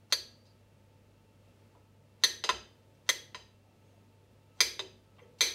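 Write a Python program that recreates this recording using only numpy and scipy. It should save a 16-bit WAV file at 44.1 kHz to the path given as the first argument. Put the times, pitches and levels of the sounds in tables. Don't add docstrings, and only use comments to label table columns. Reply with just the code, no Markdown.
import sys
import numpy as np
from scipy import signal
from scipy.fft import rfft, irfft
from scipy.io import wavfile
from scipy.ndimage import uniform_filter1d

SR = 44100
rng = np.random.default_rng(int(sys.argv[2]) if len(sys.argv) > 2 else 0)


def persist_wave(psi):
    counts = np.round(np.clip(psi, -1, 1) * 32767).astype(np.int16)
    wavfile.write(sys.argv[1], SR, np.atleast_2d(counts).T)


def to_linear_factor(level_db):
    exponent = np.asarray(level_db, float) / 20
    return 10 ** exponent


N = 244622

# freq_hz, level_db
STEADY_BAND = [(20, -3), (45, 0), (15780, 0), (15950, -24)]
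# freq_hz, under_cut_db, under_knock_db, t60_s (as heard in the room)
WELL = [(355.2, -7, -9, .25), (470, 1.5, 1, 0.18), (600, -7, -6, .12), (982.6, -3.5, -7.5, 0.22),
        (1330, -17, -14, .15), (1645, 1.1, -6, .22), (1850, -.5, -1.5, .13), (2010, -5.5, -5.5, .2),
        (2410, -9.5, -16.5, .3), (2580, -6.5, -1.3, .4), (2860, -14, -2.5, .12), (3080, -3.5, 4, .18),
        (3310, 1.5, -3, 0.17), (3605, 1.5, -.8, .33)]
# freq_hz, under_cut_db, under_knock_db, t60_s (as heard in the room)
RIM = [(3930, 2.5, 1.5, .22), (4290, -1.2, -7.5, .3), (4660, -3.5, -4.5, .3), (4855, -9, 3.5, .32),
       (5080, -14.5, -3, .25), (6080, 0, -11, .35), (6208, 0.7, 7, .3), (6650, -9, 0.7, .3),
       (7600, -7, -.8, .24), (8620, -5, -7, .24), (9250, -9, -0.8, .28), (11200, 1.5, -1, .2),
       (12780, -4.5, -2.5, .12), (14200, -1.5, -5, .18)]


def evened(x):
    return x / np.sqrt(np.mean(x ** 2) + 1e-20)


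def read(points, hz):
    f, value = np.transpose(points)
    return np.interp(np.log(hz + 1), np.log(f + 1), value)


def add(mix, s, sound):
    part = mix[round(s * SR):][:len(sound)]
    part += sound[:len(part)]


def coloured(x, spectrum):
    hz = np.fft.rfftfreq(len(x), 1 / SR)
    return irfft(rfft(x) * to_linear_factor(read(spectrum, hz)), len(x))


def resonate(x, hz, width):
    r = np.exp(-np.pi * abs(width) / SR)
    return 2 * signal.lfilter([1 - r], [1, -r * np.exp(2j * np.pi * hz / SR)], x).real


def appliance():
    # freq_hz, level_db
    air_spectrum = [(15, -41.5), (25, -22.5), (69, -13.5), (101, -5.5), (169, -10), (198, -8.5),
                    (340, -13.5), (567, -12), (782, -23), (871, -20.5), (1050, -25.5), (1270, -24.5),
                    (1410, -27.5), (2630, -27.5), (15500, -44)]
    # freq_hz, width_hz, level_db
    motor = [(100, 13, -96), (71.14, 8, -80), (48.52, 5.3, -79), (140.5, 11, -75.5), (203.7, 6.6, -81.5),
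             (235.3, 8.9, -78.5), (470, 14, -83.5), (506, 18, -88), (886, 26, -80), (1300, 12, -86.5),
             (2700, 19, -88)]
    air_db, mains_db, hiss_db = -65.5, -65.5, -87

    swell = rng.standard_normal(N)
    for _ in range(2):
        swell = uniform_filter1d(swell, 9000)
    air = to_linear_factor(air_db + 0.6 * evened(swell)) * evened(coloured(rng.standard_normal(N), air_spectrum))
    hiss = to_linear_factor(hiss_db) * rng.standard_normal(N)
    mains = to_linear_factor(mains_db) * np.sqrt(2) * np.sin(2 * np.pi * 99.8 * np.arange(N) / SR)
    hum = air + hiss + mains
    for hz, width, db in motor:
        line = resonate(resonate(rng.standard_normal(N), hz, width), hz, width)
        hum += to_linear_factor(db) * evened(line)
    return coloured(hum, STEADY_BAND)


def stroke(landing, db, rise_db):
    # freq_hz, level_db
    flesh = [(470, -24.5), (800, 6), (1430, -6.5), (1670, -3.5), (2510, -6.5), (4180, -3.5), (6220, -7),
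             (12000, -25), (15600, -56.5), (22000, -120)]
    slide_s = 0.061
    t = np.arange(-slide_s, 0, 1 / SR)
    noise, grain = rng.standard_normal((2, SR))
    grain_db = 5.3 * evened(uniform_filter1d(grain, 90))
    fibres = evened(coloured(noise * to_linear_factor(grain_db), flesh))[:len(t)]
    return landing - slide_s, to_linear_factor(db + rise_db * t) * fibres * signal.windows.tukey(len(t), 0.1)


def touch(s, db, hz, width, length):
    t = np.arange(8192) / SR
    puff = resonate(resonate(rng.standard_normal(len(t)), hz, width), hz, width)
    return s, to_linear_factor(db) * evened(puff) * np.exp(-t / length) * np.minimum(t / 0.00089, 1)


def favoured(hz, tones, lifts_db, reaches):
    lift_db = 0
    for tone, db, reach in zip(tones, lifts_db, reaches):
        lift_db = lift_db + db * np.exp(-(np.log2((abs(hz) + 1) / tone) / reach) ** 2)
    return lift_db


def struck(spectrum, centres, strength_db, spot, bump_db):
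    size = 4096
    signed_hz = np.fft.fftfreq(size, 1 / SR)
    hz = abs(signed_hz)

    height = np.clip(1 + strength_db / 14, 0, 1.5)[:, None]
    bumps = (height / (1 + ((hz / centres[:, None] - 1) / 0.016) ** 2)).max(0)
    bumps *= 1 + 0.6 * np.clip(hz / 9000, 0, 1)
    edge_db = -60 * np.clip((hz - 16000) / 700, 0, 1)
    gain_db = read(spectrum, hz) + bump_db * bumps + favoured(hz, *spot) + edge_db
    log_gain = np.log(to_linear_factor(np.maximum(gain_db, -100)))

    scatter = np.repeat(rng.random(129), 16)[:2049] * 0.004
    scatter *= np.clip(np.arange(2049) / 900, 0, 1) ** 2
    drift = 2 * np.pi * np.cumsum(scatter) * SR / size
    bins = abs(np.fft.fftfreq(size, 1 / size)).astype(int)
    bending = 4 * np.pi * 0.0014 * np.sqrt(1000 * hz)
    lag = np.sign(signed_hz) * (bending + drift[bins])

    causal_phase = signal.hilbert(log_gain).imag
    return np.fft.ifft(np.exp(log_gain - 1j * (causal_phase + lag))).real[:2048]


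def ring(modes, t):
    hz, db, t60 = np.transpose(modes)[:, :, None]
    pair = np.sin(2 * np.pi * hz * t) + 0.45 * np.sin(2 * np.pi * hz * 1.011 * t)
    return (to_linear_factor(db - 60 * t / np.clip(0.67 * t60, 0.02, 0.26)) * pair).sum(0)


def blow(row, colour, radiated, favour, strength_db, ring_db):
    # start_s, free_1_hz, free_2_hz, gap_1_hz, gap_2_hz
    grips = [(0.124, 4650, 1645, 2950, 5200), (2.237, 6080, 600, 2446, 1515),
             (3.091, 3310, 970, 2590, 11200), (4.605, 2410, 4855, 2860, 5500),
             (5.408, 6080, 2410, 2837, 5250), (2.439, 2860, 3930, 6050, 2400),
             (2.491, 2585, 3605, 5400, 2300), (3.346, 1850, 3930, 5770, 3520),
             (4.793, 2585, 356, 5630, 1350)]
    free_db, free_octaves = 6, 0.03
    gap_db, gap_octaves = -8, 0.08
    free_after_s = 0.0058

    s, db, room_db, *tones = row
    _, *grip = min(grips, key=lambda held: abs(held[0] - s))
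    hz, _, _, t60 = np.transpose(WELL + RIM)
    strength_db = strength_db + favoured(hz, grip[:2], [free_db] * 2, [free_octaves] * 2)
    tones = tones + grip[2:]
    gaps = [(gap_db, 0.23 * gap_db, gap_octaves)] * 2
    crack_db, sent_db, reaches = np.transpose(favour + gaps)

    t = np.arange(SR // 2) / SR
    ringing_db = read(radiated, hz) + 0.7 * strength_db + favoured(hz, tones, sent_db, reaches)
    free = ring(np.transpose([hz, ringing_db, t60]), t) * np.minimum(t / free_after_s, 1) ** 2
    paths = np.array([[0], [0.8], [1]])
    sound = to_linear_factor(ring_db) * free / abs(free).max() * paths

    crack = evened(struck(colour, hz, strength_db, (tones, crack_db, reaches), bump_db=9.0))
    sent = evened(struck(radiated, hz, strength_db, (tones, sent_db, reaches), bump_db=9.5))
    peak = abs(crack).max()
    add(sound[0], 0, crack / peak)
    add(sound[1], 0, to_linear_factor(room_db) * sent / peak)
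    return s - 0.0006, to_linear_factor(db) * sound


def cut(row):
    # freq_hz, level_db
    crack_colour = [(70, -54.5), (139, -18), (364, -23), (892, -20), (1006, -11), (6526, -13.5),
                    (7021, -19.5), (16318, -35.5)]
    # freq_hz, level_db
    wall_colour = [(88, -50.5), (280, -17), (506, -7), (663, -21), (2291, -13.5), (5904, -11.5),
                   (7341, -19.5), (15389, -31)]
    # crack_lift_db, sent_lift_db, reach_octaves
    favour = [(11, 6, .21), (8.7, 9.9, .16)]
    strength_db = np.transpose(WELL + RIM)[1]
    return blow(row, crack_colour, wall_colour, favour, strength_db, ring_db=-23)


def knock(row):
    # freq_hz, level_db
    crack_colour = [(71, -52.5), (111, -11), (636, -13.5), (680, -20.5), (959, -4.5), (5062, -13),
                    (11208, -40), (16425, -41.5)]
    # freq_hz, level_db
    wall_colour = [(88, -40.5), (300, -16), (429, -5.5), (1334, -16), (2602, -14.5), (5035, -16.5),
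                   (7192, -28), (12484, -44)]
    # crack_lift_db, sent_lift_db, reach_octaves
    favour = [(5.4, 2.2, 1), (13, 8, .11)]
    strength_db = np.transpose(WELL + RIM)[2]
    return blow(row, crack_colour, wall_colour, favour, strength_db, ring_db=-15)


def thud(s, db):
    t = np.arange(SR // 2) / SR
    sway = (t / 0.05 * np.exp(1 - t / 0.05)) ** 2
    return s, to_linear_factor(db) * np.sin(2 * np.pi * 64 * t) * sway


def kitchen(direct, radiated):
    # freq_hz, t60_s
    tile_decay = [(100, 0.9), (400, 0.42), (1000, 0.4), (2500, 0.39), (5000, 0.38), (9000, 0.33),
                  (15000, 0.32)]
    # delay_s, level_db
    echoes = [(.0022, -4.5), (.0045, -18), (.0066, -12.5), (.0087, -3), (.0128, -14.5), (.017, -17)]
    tail_db, near_db, near_t60 = -4, 0.5, 0.07

    taps = np.zeros(SR)
    at = np.arange(200, SR - 20, 10) + rng.integers(0, 10, (SR - 211) // 10)
    taps[at] = rng.choice([-1., 1.], at.shape)
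    hz, t, z = signal.stft(taps, SR, nperseg=256)
    decay_db = -60 * t / read(tile_decay, hz)[:, None]
    tail = signal.istft(z * to_linear_factor(decay_db + read(STEADY_BAND, hz)[:, None]), SR, nperseg=256)[1]
    tail *= to_linear_factor(tail_db) / np.linalg.norm(tail)

    near = taps[130:] * to_linear_factor(-60 * np.arange(SR - 130) / SR / near_t60)
    near *= to_linear_factor(near_db) / np.linalg.norm(near)
    near[0] += 1
    for k, (s, db) in enumerate(echoes):
        near[round(s * SR)] += (-1) ** k * to_linear_factor(min(db, -8))
    return signal.fftconvolve(direct, near)[:N] + signal.fftconvolve(radiated, tail)[:N]


def scene():
    # landing_s, level_db, rise_db_per_s
    strokes = [
        (0.118, -56.5, 901.5),
        (2.231, -57, 700),
        (3.085, -57.5, 801),
        (4.599, -57.5, 551),
        (5.402, -63.5, 700),
    ]
    # start_s,
    # level_db, centre_hz, width_hz, length_s
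    touches = [(0.108, -58, 4300, 900, 0.0078), (0.453, -67.5, 4500, 1500, 0.028),
               (0.451, -75, 6500, 300, 0.01), (0.33, -71, 4620, 70, 0.19), (1.75, -59, 960, 200, 0.008),
               (1.752, -61, 600, 151, 0.011), (2.948, -75.5, 5000, 2940, 0.011),
               (3.373, -65, 1000, 800, 0.017), (3.646, -70.5, 750, 100, 0.041),
               (3.842, -83, 6470, 200, .06), (3.927, -68, 665, 100, 0.029), (4.514, -74, 2700, 200, 0.01),
               (2.492, -39, 1400, 600, 0.013), (2.495, -50, 190, 120, 0.034), (4.799, -51, 396, 140, 0.034),
               (5.162, -77, 2500, 2504, .05), (5.183, -62, 3080, 717, 0.0096),
               (5.184, -58.5, 996, 585, 0.012), (5.192, -56, 2000, 1186, 0.004),
               (5.209, -75.5, 6220, 200, 0.013), (5.212, -55.5, 470, 91.5, 0.05),
               (5.224, -70, 1920, 300, 0.017), (5.228, -69, 3140, 300, 0.0072),
               (5.385, -57.5, 4260, 3130, 0.017)]
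    # start_s, blow_db, sent_to_room_db, first_tone_hz, second_tone_hz
    cuts = [
        (0.124, -7, -2.5, 575, 4450),
        (2.237, -5, -2, 4150, 1850),
        (3.091, -8, -3, 549, 2000),
        (4.605, -4, -0.05, 5030, 2194),
        (5.408, -6.5, 6.5, 4104, 2194),
    ]
    # start_s, blow_db, sent_to_room_db, first_tone_hz, second_tone_hz
    knocks = [
        (2.439, -17, 2.2, 7100, 780),
        (2.491, -10.5, -4.5, 1350, 1028),
        (3.346, -26.5, 0, 2160, 1004),
        (4.793, -19.5, -3, 630, 3730),
    ]
    # start_s, level_db
    thuds = [
        (0.13, -64),
        (2.252, -71),
        (2.506, -51.5),
        (3.1, -68),
        (3.36, -65),
        (4.61, -56.5),
        (5.41, -58),
    ]

    crack, walls, free_ring, light, worktop = np.zeros((5, N))
    for row in strokes:
        add(light, *stroke(*row))
    for row in touches:
        add(light, *touch(*row))
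    for s, sound in [cut(row) for row in cuts] + [knock(row) for row in knocks]:
        for path, part in zip((crack, walls, free_ring), sound):
            add(path, s, part)
    for row in thuds:
        add(worktop, *thud(*row))
    room = to_linear_factor(-1.5) * kitchen(crack + light, walls + light)
    return (room + free_ring + worktop + appliance())[None]


def top_cut(x):
    return signal.sosfilt(signal.butter(12, 16840, fs=SR, output="sos"), x)


def record(dry):
    return top_cut(dry)


dry = scene()
out = record(dry)
persist_wave(out)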